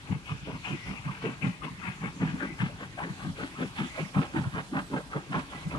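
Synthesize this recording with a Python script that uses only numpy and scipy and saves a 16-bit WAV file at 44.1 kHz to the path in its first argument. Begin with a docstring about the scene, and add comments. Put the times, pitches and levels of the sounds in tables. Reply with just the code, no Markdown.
"""A jaw crusher breaks stone, heard across an open yard by a listener who is turning. The jaw closes
about five times a second; each bite is a shower of impacts exciting resonances: cracking stone, a knock
of the plates, a dull thud of the heavy frame. Now and then a lump drops or a stone snaps or splits.
Stick-slip friction makes a turning part rub and sing once a round and a bearing squeak faintly.
Drives, a loaded belt and sliding grit give a steady broadband rumble and hiss."""
import sys
import numpy as np
from scipy import signal
from scipy.fft import rfft, irfft, next_fast_len
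from scipy.io import wavfile
from scipy.ndimage import uniform_filter1d

SR = 44100
rng = np.random.default_rng(int(sys.argv[2]) if len(sys.argv) > 2 else 0)


def output_pcm(signal):
    """Save a mono or channel-first signal as 16-bit PCM at the path in sys.argv[1].

    Samples are clipped to [-1, 1] before scaling.
    """
    pcm = np.clip(np.atleast_2d(signal).T, -1, 1) * 32767
    wavfile.write(sys.argv[1], SR, np.round(pcm).astype(np.int16))


N = 254898
TIME = np.arange(N) / SR
SIDES = np.array([[1], [-1]])   # left, right; pan is the left level minus the right

# Levels are relative within each layer; spectra give level per unit bandwidth.
# interaural coherence of the background: f/Hz, coherence (limited to 1 in use)
COHERENCE = [(50, 1.9), (300, 4), (650, 0), (1000, 0.77), (2000, 0.4), (3000, 0), (12000, 0)]
# interaural level difference of the background: f/Hz, pan/dB
BACKGROUND_PAN = [(60, 0), (300, 3), (650, 0), (1100, 4), (1800, -4), (2500, 3.5), (4000, -4), (6000, -2.5),
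                  (9000, -9), (13000, -5)]
# phase lead of the left channel added by the microphone's body: f/Hz, phase/rad
DIFFRACTION_PHASE = [(60, -0.29), (300, -0.22), (600, -0.2), (780, -0.23), (1100, -0.098), (1800, 0.35),
                     (2500, -0.36), (3000, 0.17), (4000, 0.17)]
# resonances and antiresonances of the steel housing: f/Hz, bandwidth/Hz, gain/dB
HOUSING_MODES = [(83, 48, -5), (149, 16.5, 5.5), (191, 13, 3.5), (221, 21.3, -12), (266, 16, 4.5),
                 (315, 12, 3), (391, 24, -2), (448, 28, 4.5), (487, 52, -5), (585, 11.3, 5),
                 (693, 122, -3.5), (779, 9.3, 3), (906, 47, 0.5), (1590, 32, 4), (2020, 12, -1.5),
                 (2200, 58, 1.5), (2505, 120, 2.5), (2950, 76, -1)]
# spectrum of the drives: f/Hz, level/dB
DRIVE_SPECTRUM = [(22, -24), (35, -5), (55, 5), (78, 5.5), (150, -0.5), (220, -5.5), (340, -14.5),
                  (520, -19), (680, -18), (900, -13.5), (1500, -15), (2500, -15), (3600, -20.5),
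                  (6000, -27.5)]
# rumble of the drives as the listener turns: t/s, level/dB
DRIVE_LEVEL = [(0, -47.5), (.7, -44), (1.25, -45.5), (1.6, -46.5), (2.3, -44), (2.7, -45.5), (3.2, -45.5),
               (3.9, -45.5), (4.8, -49.5), (5.78, -45)]
# spectrum of stone tumbling on the belt: f/Hz, level/dB
BELT_SPECTRUM = [(170, 0), (300, 1.5), (500, -9.5), (700, -4), (1000, -10), (1400, -11.5)]
# noise of the belt's load: t/s, level/dB
BELT_LEVEL = [(0, -58), (1.0, -60), (2.05, -55.5), (2.35, -50), (2.85, -54), (3.3, -52), (3.7, -56.5),
              (4.4, -54.5), (5.05, -53.5), (5.6, -50.5)]
# spectrum of sliding grit: f/Hz, level/dB
GRIT_SPECTRUM = [(1200, -15), (2500, -30), (3300, 6.5), (4100, 0.5), (5000, -1), (6500, -4), (9000, -3.5),
                 (11000, -5), (14000, -4)]
# sliding grit between bites: t/s, level/dB
GRIT_LEVEL = [(0, -59), (.45, -61), (.7, -56.5), (.9, -57.5), (1.25, -58.5), (1.5, -59.5), (2.6, -57),
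              (2.92, -59), (3.05, -56.5), (3.85, -55), (4.15, -54.5), (5.2, -57.5), (5.78, -55)]
# grit spilling down the steel: t/s, duration/s, level/dB, f/Hz, bandwidth/Hz, pan/dB
GRIT_SPILLS = [(0.68, 0.14, -57, 5600, 3800, 9), (2.29, .05, -47.5, 2850, 900, 4),
               (3.786, 0.039, -46, 3000, 1100, 0), (3.857, 0.073, -49.5, 3150, 910, -7),
               (4.012, 0.039, -44.5, 2600, 800, -12), (4.215, 0.06, -60, 2880, 1200, 3),
               (4.383, .07, -51.5, 2750, 1400, -4), (5.6, 0.06, -54, 3300, 1100, -3)]
# squeaks of the dry bearing: t/s, duration/s, level/dB, f/Hz, glide/(Hz/s), octave re fundamental/dB
BEARING_SQUEAKS = [(1.58, .13, -73, 4005, 0, -3), (3.2, .2, -68.5, 4005, 0, -5),
                   (4.66, .07, -63.5, 4090, 0, -16), (4.865, .15, -72.5, 4010, 400, 4),
                   (5.01, .17, -67.5, 4112, 100, -1.5)]
# rubs of the turning part, one a round: t/s, duration/s, level/dB, f/Hz, glide/(Hz/s), pan/dB
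ROTOR_RUBS = [(0.82, 0.18, -51.5, 1955, 0, 8), (2.49, .11, -50, 1985, 1000, 7),
              (3.92, 0.16, -53, 1965, 0, 4), (5.6, 0.23, -56.5, 1990, 300, 2)]
# loose lumps dropping against the frame: t/s, level/dB, f/Hz
FALLING_LUMPS = [(0.159, -31.5, 134), (0.433, -39.5, 94), (0.489, -40, 327), (0.544, -34, 153),
                 (0.738, -34.5, 273), (0.999, -41, 112), (1.068, -34.5, 184), (1.667, -43, 255),
                 (1.716, -39, 169), (1.796, -44.5, 208), (1.846, -44.5, 205), (2.171, -43.5, 209),
                 (2.219, -29, 189), (2.3, -35.5, 167), (2.342, -29, 204), (2.37, -40.5, 350),
                 (2.434, -36, 282), (2.508, -43.5, 327), (2.529, -41, 177), (2.704, -47, 534),
                 (2.734, -40.5, 119), (3.078, -42.5, 340), (3.115, -31.5, 147), (3.265, -40, 254),
                 (3.299, -31.5, 119), (3.388, -43.5, 420), (3.446, -37, 296.4), (3.657, -36, 177),
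                 (3.852, -36.5, 250), (3.998, -37, 309), (4.23, -38, 393), (4.378, -33, 290),
                 (4.465, -26.5, 118), (4.55, -34.5, 120), (4.737, -34.5, 278), (4.771, -35, 120),
                 (4.914, -43.5, 378), (4.985, -39.5, 524), (5.181, -43, 280), (5.31, -33.5, 183),
                 (5.368, -32, 117), (5.671, -29, 129)]
# single stones snapping: t/s, level/dB, f/Hz, pan/dB
STONE_SNAPS = [(.125, -45, 815, -1), (.278, -44, 2720, 18), (0.301, -40, 1130, -4), (.452, -47, 2760, 18),
               (.478, -44, 570, 0), (0.553, -43.5, 1040, 0), (0.651, -37.5, 2600, 22), (.66, -43.5, 900, 3),
               (0.689, -42, 2730, 24), (.728, -40.5, 2590, 16), (.877, -43, 2060, 1), (.97, -43, 2380, 8),
               (1.07, -47, 2450, 13), (1.085, -38.5, 1074, -3), (1.249, -30, 380, -2),
               (1.262, -38.5, 2570, 20), (1.427, -32.5, 2410, 16), (1.622, -40, 1130, 9),
               (1.674, -39.5, 1055, 5), (1.821, -44, 1340, 22), (1.875, -38.5, 2300, 18),
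               (2.049, -39, 2300, 16), (2.214, -42, 760, -5), (2.277, -39.5, 1720, -6),
               (2.411, -33.5, 1560, 22), (2.603, -34.5, 1680, 11), (2.983, -45, 1580, 12),
               (2.984, -38, 710, 9), (3.008, -34.5, 926, 3), (3.032, -38, 1790, 2), (3.405, -39, 1390, 2),
               (3.56, -44.5, 1220, 3), (3.601, -38, 390, 22), (3.791, -43, 1490, 3),
               (3.982, -35.5, 616, -3), (3.986, -37.5, 2180, -5), (4.05, -46, 2060, -9),
               (4.162, -41, 1200, -8), (4.35, -28.5, 263, 0.5), (4.359, -37, 795, 17),
               (4.367, -36, 1630, -8), (4.452, -45.5, 1040, 0), (4.545, -40, 1154, 4),
               (4.778, -45, 920, 10), (4.784, -44, 1740, -9), (4.937, -36, 950, 4), (4.969, -40, 1570, -10),
               (5.131, -38, 1260, -3), (5.158, -37.5, 493, -2), (5.352, -33, 940, -2),
               (5.712, -42, 2320, -9), (5.755, -38, 1114, 4)]
# big stones splitting: t/s, level/dB, pan/dB
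STONE_SPLITS = [(1.257, -38, -2), (1.47, -34.5, 13), (1.646, -41, 8), (1.879, -45, 12), (2.252, -37, -1),
                (2.622, -35, 4), (3.038, -38, -9), (4.217, -34, -5), (4.229, -31, -6), (4.366, -35.5, -8),
                (4.606, -37.5, -5), (4.787, -37, -5), (4.978, -38, -2), (5.354, -31, -1), (5.392, -32, -5)]
# strokes of the jaw, pitched by the size of the stones caught: t/s, duration/s, rising share,
# thud lag/s, thud duration/s, level/dB of (thud, knock, crunch, crackle), f/Hz of (thud, crunch, crackle)
JAW_BITES = [(0.116, 0.14, 0.53, -0.00072, 0.034, -27, -43, -50, -49, 118, 980, 2440),
             (0.297, 0.084, 0.39, 0.029, 0.055, -33, -46, -48.5, -44.5, 111, 1120, 2620),
             (0.487, 0.11, .24, 0.004, 0.049, -43.5, -39, -47, -48, 136, 835, 2420),
             (0.671, 0.11, .24, 0.05, 0.057, -34.5, -39.5, -43, -42, 164, 1160, 2570),
             (0.88, 0.15, 0.24, 0.025, 0.088, -39, -43.5, -48.5, -45.5, 162, 1010, 2400),
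             (1.075, 0.14, 0.26, 0.012, 0.06, -36, -50, -47.5, -48, 139, 1110, 2330),
             (1.261, 0.1, 0.37, 0.0061, 0.083, -35.5, -35, -42, -42.5, 178, 1040, 2400),
             (1.436, 0.086, .2, 0.024, 0.077, -27.5, -36, -43, -40.5, 153, 1040, 2280),
             (1.644, 0.057, 0.33, 0.01, 0.059, -41, -39, -44, -42, 196, 1210, 2430),
             (1.866, 0.1, 0.5, 0.023, 0.041, -35, -51, -41, -41.5, 138, 1230, 2180),
             (2.055, 0.078, 0.47, -0.0083, 0.089, -36, -39.5, -41, -45.5, 171.4, 1220, 2200),
             (2.234, 0.12, 0.25, 0.0046, 0.071, -28, -36.5, -43, -45, 167, 1150, 2110),
             (2.427, 0.084, 0.47, 0.012, 0.1, -39.5, -37, -39, -47, 220, 1390, 2010),
             (2.608, 0.088, 0.27, 0.023, 0.059, -27.5, -44, -39.5, -41.5, 147, 1290, 2350),
             (2.817, 0.068, 0.35, 0.013, 0.064, -51, -38, -44, -50, 184, 1130, 2410),
             (2.996, 0.11, .17, 0.056, 0.073, -41, -40, -42, -44.5, 187, 1090, 2000),
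             (3.216, 0.096, .32, 0.053, 0.1, -37, -47, -45.5, -52, 163, 1070, 2330),
             (3.413, 0.1, 0.38, 0.013, 0.05, -42.5, -36.5, -44, -44.5, 201, 1180, 2100),
             (3.616, 0.089, 0.38, 0.0051, 0.068, -34, -31.5, -42, -44, 202, 1080, 2230),
             (3.798, 0.094, 0.32, 0.014, 0.048, -31, -46, -40.5, -40, 207, 1070, 2300),
             (3.986, 0.12, 0.38, 0.04, 0.06, -34, -49, -45.5, -44, 157, 890, 1940),
             (4.175, 0.11, 0.26, 0.0067, 0.052, -22.5, -48, -37, -43.5, 161, 870, 2240),
             (4.364, 0.13, 0.18, 0.031, 0.066, -30.5, -45, -41.5, -47, 142, 1000, 2040),
             (4.587, 0.078, 0.61, -0.017, 0.11, -40, -34.5, -38, -44.5, 157, 1070, 2270),
             (4.769, 0.066, 0.46, -0.0012, 0.1, -35, -33.5, -34, -43.5, 208, 990, 2010),
             (4.963, 0.08, 0.45, -0.015, 0.073, -33.5, -31.5, -40, -46.5, 192, 945, 2220),
             (5.155, 0.093, 0.4, 0.012, 0.037, -32, -35.5, -42, -49.5, 174, 1020, 2160),
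             (5.354, 0.076, 0.38, 0.015, 0.078, -37, -28.5, -34.5, -42.5, 168, 1040, 2130),
             (5.537, 0.11, 0.23, 0.023, 0.049, -45, -52, -46.5, -48, 167, 920, 2080),
             (5.727, 0.089, 0.18, 0.033, 0.079, -36, -37.5, -43, -50, 166, 860, 2350)]
# direction of a bite's voices as the listener turns: t/s, pan/dB of (thud, knock, crunch, crackle)
BITE_PANS = [(.1, 3, 7, -1, 19), (.3, -4.5, -2, 0, 11), (1.05, -5.5, 0, 0.5, 16), (1.45, -0.5, 4, 1, 31),
             (1.899, -3, 5, 5, 18), (2.5, 1.5, -3, 4, 2), (3.3, 2, 3, 6, 0), (4.15, 3, 3, 1, -9.5),
             (4.4, -0.5, 3, -4.5, -4.5), (4.9, -2, -4, 1, -7), (5.75, -0.5, -0.5, -1, -7)]
# widening spectrum of the splinters: t/s, bandwidth/Hz
CRACKLE_BANDWIDTH = [(.3, 1060), (2, 1090), (3.2, 1610), (5.7, 1700)]

RISE_SHARE, ATTACK_POWER, RELEASE_POWER = 0.42, 2.36, 1.84   # shape of a swell
WALL_LAG_S = (0.001467, 0.00502)   # range of the round trip to the nearest steel plate
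RUB_UPPER_RATIO = 1.09   # upper to lower frequency of the rubbing part


def from_db(db):
    """Amplitude ratio of a level: a factor of ten per 20 dB."""
    return 10 ** (np.asarray(db) / 20)


def rms_one(x):
    """Normalisation to unit mean power."""
    return x / np.sqrt(np.mean(x ** 2) + 1e-20)


def in_time(rows):
    """Linear interpolation of (t/s, value) rows at every sample."""
    return np.interp(TIME, *np.transpose(rows))


def at_hz(rows, hz):
    """Interpolation of (f/Hz, value) rows on a logarithmic frequency axis."""
    freqs, values = np.transpose(rows)
    return np.interp(np.log(hz), np.log(freqs), values)


def drift(corner_hz):
    """Random modulation: low-passed Gaussian noise of unit rms."""
    step, settle = 40, 2000
    pole = np.exp(-2 * np.pi * corner_hz * step / SR)
    white = rng.standard_normal(N // step + settle + 2)
    slow = signal.lfilter([1], [1, -2 * pole, pole * pole], white)[settle:]
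    return np.interp(np.arange(N) / step, np.arange(len(slow)), rms_one(slow))


def swell(since, length_s, rise=RISE_SHARE):
    """Transient envelope: a rise to the peak at since = 0, then a decay."""
    rise = np.clip(rise, .1, .9)
    attack = np.abs(since / (rise * length_s)) ** ATTACK_POWER
    release = np.abs(since / ((1 - rise) * length_s)) ** RELEASE_POWER
    return np.exp(-np.where(since < 0, attack, release))


def resonate(x, hz, width_hz, order):
    """Resonance as a band-pass filter whose edges have the geometric mean hz."""
    low = np.sqrt(hz ** 2 + width_hz ** 2 / 4) - width_hz / 2
    edges = [max(low, 10), min(low + width_hz, .45 * SR)]
    return signal.sosfilt(signal.butter(order, edges, "band", fs=SR, output="sos"), x)


def impacts(per_s, spread_db):
    """Poisson process: two independent streams of tiny impacts, many weak and a few strong."""
    struck = rng.random((2, N)) < per_s / SR
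    sizes = from_db(spread_db * np.minimum(rng.exponential(1, (2, N)), 3.5))
    return struck * sizes * rng.choice([-1, 1], (2, N)) + 1e-18


def showers(stream, times, lengths_s, levels_db, freqs, widths_hz, pans_db, scatter, steady_s,
            echo=0, rises=RISE_SHARE, lurch_db=0):
    """Impact excitation: swells of impacts ring a resonance; a scattered part differs between the ears."""
    out = np.zeros((2, N))
    lurches = from_db(lurch_db) * np.ones(N)
    events = np.broadcast(times, lengths_s, levels_db, freqs, widths_hz, pans_db, rises)
    for t, length_s, level_db, hz, width_hz, pan_db, rise in events:
        reach = int((length_s + .05) * SR)
        around = np.arange(-reach, reach)
        at = round(t * SR) + around
        envelope, jerks = swell(around / SR, length_s, rise), lurches[at % N]
        force = envelope * jerks / np.sqrt(np.average(jerks ** 2, weights=envelope ** 2))
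        # comb filtering: a close reflection, different for every stone, sounds hollow
        stretch = rng.integers(N) + around
        lag = int(rng.uniform(*WALL_LAG_S) * SR)
        excitation = stream[:, stretch % N] + echo * stream[:, (stretch - lag) % N]
        ringing = resonate(excitation, hz, width_hz, order=3)
        # with power evened out over steady_s, force sets the loudness and chance the fine grain
        power = np.abs(uniform_filter1d(ringing ** 2, int(steady_s * SR) + 1, axis=1))
        direct, scattered = force * ringing / np.sqrt(power + np.mean(power) / 10)
        pair = rms_one(direct) + scatter * rms_one(scattered) * SIDES
        pair = rms_one(pair * from_db(SIDES * pan_db / 2))
        inside = (at >= 0) & (at < N)
        out[:, at[inside]] += from_db(level_db) * np.sqrt(np.mean(force ** 2)) * pair[:, inside]
    return out


def banded_noise(spectrum, flicker_db, flicker_hz):
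    """Partially coherent stereo noise of unit rms; bands of about a third octave flicker separately."""
    out, edges = 0, np.geomspace(20, 16000, 28)
    white = rng.standard_normal((2, 2, N + SR // 4))
    for k, (low, high) in enumerate(zip(edges, edges[1:])):
        if high < spectrum[0][0] or low > spectrum[-1][0]:
            continue
        hz = np.sqrt(low * high)
        mid, side = resonate(white[k % 2], hz, high - low, order=3)[:, -N:]
        coherence = np.clip(at_hz(COHERENCE, hz), -1, 1)
        band = np.sqrt(1 + coherence) * mid + np.sqrt(1 - coherence) * side * SIDES
        level_db = at_hz(spectrum, hz) + flicker_db * drift(flicker_hz)
        out = out + from_db(level_db + SIDES * at_hz(BACKGROUND_PAN, hz) / 2) * band
    return rms_one(out)


def whistle(t, length_s, level_db, hz, glide, pan_db, tremble_hz, partials_db=(0,), flutter_db=4):
    """Stick-slip oscillation: a thin gliding tone whose frequency wanders by tremble_hz rms."""
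    since = TIME - t
    pitch = hz + glide * np.clip(since, -length_s, length_s) + tremble_hz * drift(67)
    phase = 2 * np.pi * np.cumsum(pitch) / SR
    tone = sum(from_db(db) * np.sin(k * phase) for k, db in enumerate(partials_db, 1))
    envelope = from_db(level_db + flutter_db * drift(27)) * swell(since, length_s)
    return envelope * tone * from_db(SIDES * pan_db / 2)


def housing(x):
    """Modal filtering: the steel plates lift some frequencies and swallow others."""
    for hz, width_hz, gain_db in HOUSING_MODES:
        x = x + (from_db(gain_db) - 1) * resonate(x, hz, width_hz, order=1)
    return x


def yard(x, t60_s=0.79, echoes_per_s=900):
    """Reverberation: sparse, decaying reflections off hoppers, tanks and heaps, distinct for each ear."""
    t = TIME[:SR // 2]
    echoes = rng.standard_normal((2, len(t))) * (rng.random((2, len(t))) < echoes_per_s / SR)
    echoes *= from_db(-60 * t / t60_s)
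    echoes /= np.sqrt(np.sum(echoes ** 2, axis=1, keepdims=True))
    return signal.fftconvolve(x, echoes, axes=1)[:, :N]


def drives():
    """Broadband machine noise: motors and fan blur into an uneven rumble."""
    return from_db(in_time(DRIVE_LEVEL)) * banded_noise(DRIVE_SPECTRUM, flicker_db=3.0, flicker_hz=6.2)


def belt():
    """Incoherent summation: stones tumbling along the belt merge into a low-mid noise."""
    return from_db(in_time(BELT_LEVEL)) * banded_noise(BELT_SPECTRUM, flicker_db=2.5, flicker_hz=10.3)


def grit(surge_db=2, surge_s=0.11, lag_s=0.0032, waver_db=0.88, top_hz=10730):
    """Granular flow: fine stone hisses off to the right, surges with each bite and sometimes spills."""
    t, _, rise, _, _, _, _, _, crackle_db, *_ = np.transpose(JAW_BITES)
    nearest = np.interp(TIME, t, np.arange(len(t))).round().astype(int)
    vigour = from_db(crackle_db - crackle_db.mean())   # a harder bite shakes more grit loose
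    surge = vigour[nearest] * swell(TIME - t[nearest] - lag_s, surge_s, rise[nearest])
    level_db = in_time(GRIT_LEVEL) + surge_db * surge + waver_db * drift(22)
    slide = from_db(level_db) * banded_noise(GRIT_SPECTRUM, flicker_db=1.07, flicker_hz=22.0)
    slide = signal.sosfilt(signal.butter(6, top_hz, fs=SR, output="sos"), slide)
    grains = impacts(per_s=4000, spread_db=1.0)
    return slide + showers(grains, *np.transpose(GRIT_SPILLS), scatter=0.88, steady_s=0.022)


def squeaks():
    """Stick-slip in a dry bearing, off to the right: a fundamental and two harmonic overtones."""
    return sum(whistle(t, length_s, level_db, hz, glide, pan_db=-8, tremble_hz=18,
                       partials_db=(0, octave_db, octave_db - 14))
               for t, length_s, level_db, hz, glide, octave_db in BEARING_SQUEAKS)


def singing(upper_db=-5):
    """Friction-excited vibration: with each rub the metal sings at two close frequencies."""
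    return sum(whistle(t, length_s, level_db + db, ratio * hz, glide, pan_db, tremble_hz=30)
               for t, length_s, level_db, hz, glide, pan_db in ROTOR_RUBS
               for ratio, db in ((1, 0), (RUB_UPPER_RATIO, upper_db)))


def scraping(gain_db=3, width_hz=320):
    """Sliding friction: once a round, dense tiny impacts excite the turning part's upper resonance."""
    t, length_s, level_db, hz, _, pan_db = np.transpose(ROTOR_RUBS)
    contacts = impacts(per_s=8100, spread_db=5.0)
    return showers(contacts, t, length_s, level_db + gain_db, RUB_UPPER_RATIO * hz, width_hz, pan_db,
                   scatter=.3, steady_s=0.16)


def lumps(steel, length_s=0.035):
    """Damped impact: a falling lump thuds on the frame; small ones knock higher."""
    t, level_db, hz = np.transpose(FALLING_LUMPS)
    width_hz = 71 + 0.23 * hz
    return showers(steel, t, length_s, level_db, hz, width_hz, pans_db=0.5, scatter=0.29, steady_s=0.0346)


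def snaps(stone, length_s=0.032):
    """Brittle fracture: a hard stone gives way in one short, pitched crack."""
    t, level_db, hz, pan_db = np.transpose(STONE_SNAPS)
    width_hz = 84 + 0.17 * hz
    return showers(stone, t, length_s, level_db, hz, width_hz, pan_db,
                   scatter=0.28, steady_s=0.038, rises=0.25)


def splits(stone, length_s=0.013, hz=1280, width_hz=3100, dull_hz=1430):
    """A short pulse has a broad spectrum: a big stone splits with a crack, dulled by distance."""
    t, level_db, pan_db = np.transpose(STONE_SPLITS)
    bursts = showers(stone, t, length_s, level_db, hz, width_hz, pan_db,
                     scatter=0.8, steady_s=0.014, rises=0.17)
    return signal.sosfilt(signal.butter(1, dull_hz, fs=SR, output="sos"), bursts)


def bites(stone, steel, thud_width_hz=122, knock_width_hz=357):
    """Fracture under compression: stone crunches and splinters as the plates knock and the frame thuds."""
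    (t, length_s, rise, lag_s, thud_s, thud_db, knock_db, crunch_db, crackle_db,
     thud_hz, crunch_hz, crackle_hz) = np.transpose(JAW_BITES)
    pan_times, *pans = np.transpose(BITE_PANS)
    thud_pan, knock_pan, crunch_pan, crackle_pan = [np.interp(t, pan_times, pan) for pan in pans]
    jerks = drift(40)   # stone gives way in jerks within a bite
    thud = showers(steel, t + lag_s, thud_s, thud_db, thud_hz, thud_width_hz, thud_pan,
                   scatter=0.17, steady_s=0.034)
    knock_hz = 292 * (thud_hz / thud_hz.mean()) ** 0.83   # partly follows the thud's pitch
    knock = showers(steel, t + 0.6 * lag_s, 0.73 * length_s, knock_db, knock_hz, knock_width_hz,
                    knock_pan, scatter=0.33, steady_s=0.095)
    crunch = showers(stone, t, length_s, crunch_db, crunch_hz, widths_hz=crunch_hz, pans_db=crunch_pan,
                     scatter=0.28, steady_s=0.041, echo=0.46, rises=rise, lurch_db=2.16 * jerks)
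    crackle_width_hz = np.interp(t, *np.transpose(CRACKLE_BANDWIDTH))
    crackle = showers(stone, t, 1.25 * length_s, crackle_db, crackle_hz, crackle_width_hz, crackle_pan,
                      scatter=0.26, steady_s=0.066, echo=0.74, rises=rise, lurch_db=2.4 * jerks)
    breaking = from_db(2.5) * crunch + from_db(-0.33) * crackle
    frame = from_db(3.0) * thud + from_db(-4.5) * knock
    return breaking, frame


def crusher():
    """Direct and reverberant fields: bright cracking over the thudding frame, both echoing in the yard."""
    stone_hits = housing(impacts(per_s=2000, spread_db=3.0))
    steel_hits = housing(impacts(per_s=1500, spread_db=3.5))
    breaking, frame = bites(stone_hits, steel_hits)
    breaking = breaking + snaps(stone_hits) + splits(stone_hits)
    frame = frame + lumps(steel_hits)
    return breaking + frame + from_db(-15.5) * yard(breaking) + from_db(-27) * yard(frame)


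def scene(left_lead_s=0.00022):
    """Path difference and diffraction: the plant stands to the left, so the right port hears it later."""
    left, right = crusher() + housing(drives() + belt()) + scraping()
    size = next_fast_len(N + SR // 10)
    hz = np.maximum(np.fft.rfftfreq(size, 1 / SR), 1)
    phase_lag = 2 * np.pi * hz * left_lead_s + at_hz(DIFFRACTION_PHASE, hz)
    late_right = irfft(rfft(right, size) * np.exp(-1j * phase_lag), size)[:N]
    return np.array([left, late_right]) + singing() + squeaks() + grit()


def record(dry):
    """Band limiting: the microphone's right port passes less deep bass; both channels lose the top."""
    port_hz, cutoff_hz = 54.4, 14200
    right = signal.sosfilt(signal.butter(1, port_hz, "high", fs=SR, output="sos"), dry[1])
    top_cut = signal.ellip(10, .1, 80, cutoff_hz, fs=SR, output="sos")
    return signal.sosfilt(top_cut, np.array([dry[0], right]))


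dry = scene()
out = record(dry)
output_pcm(out)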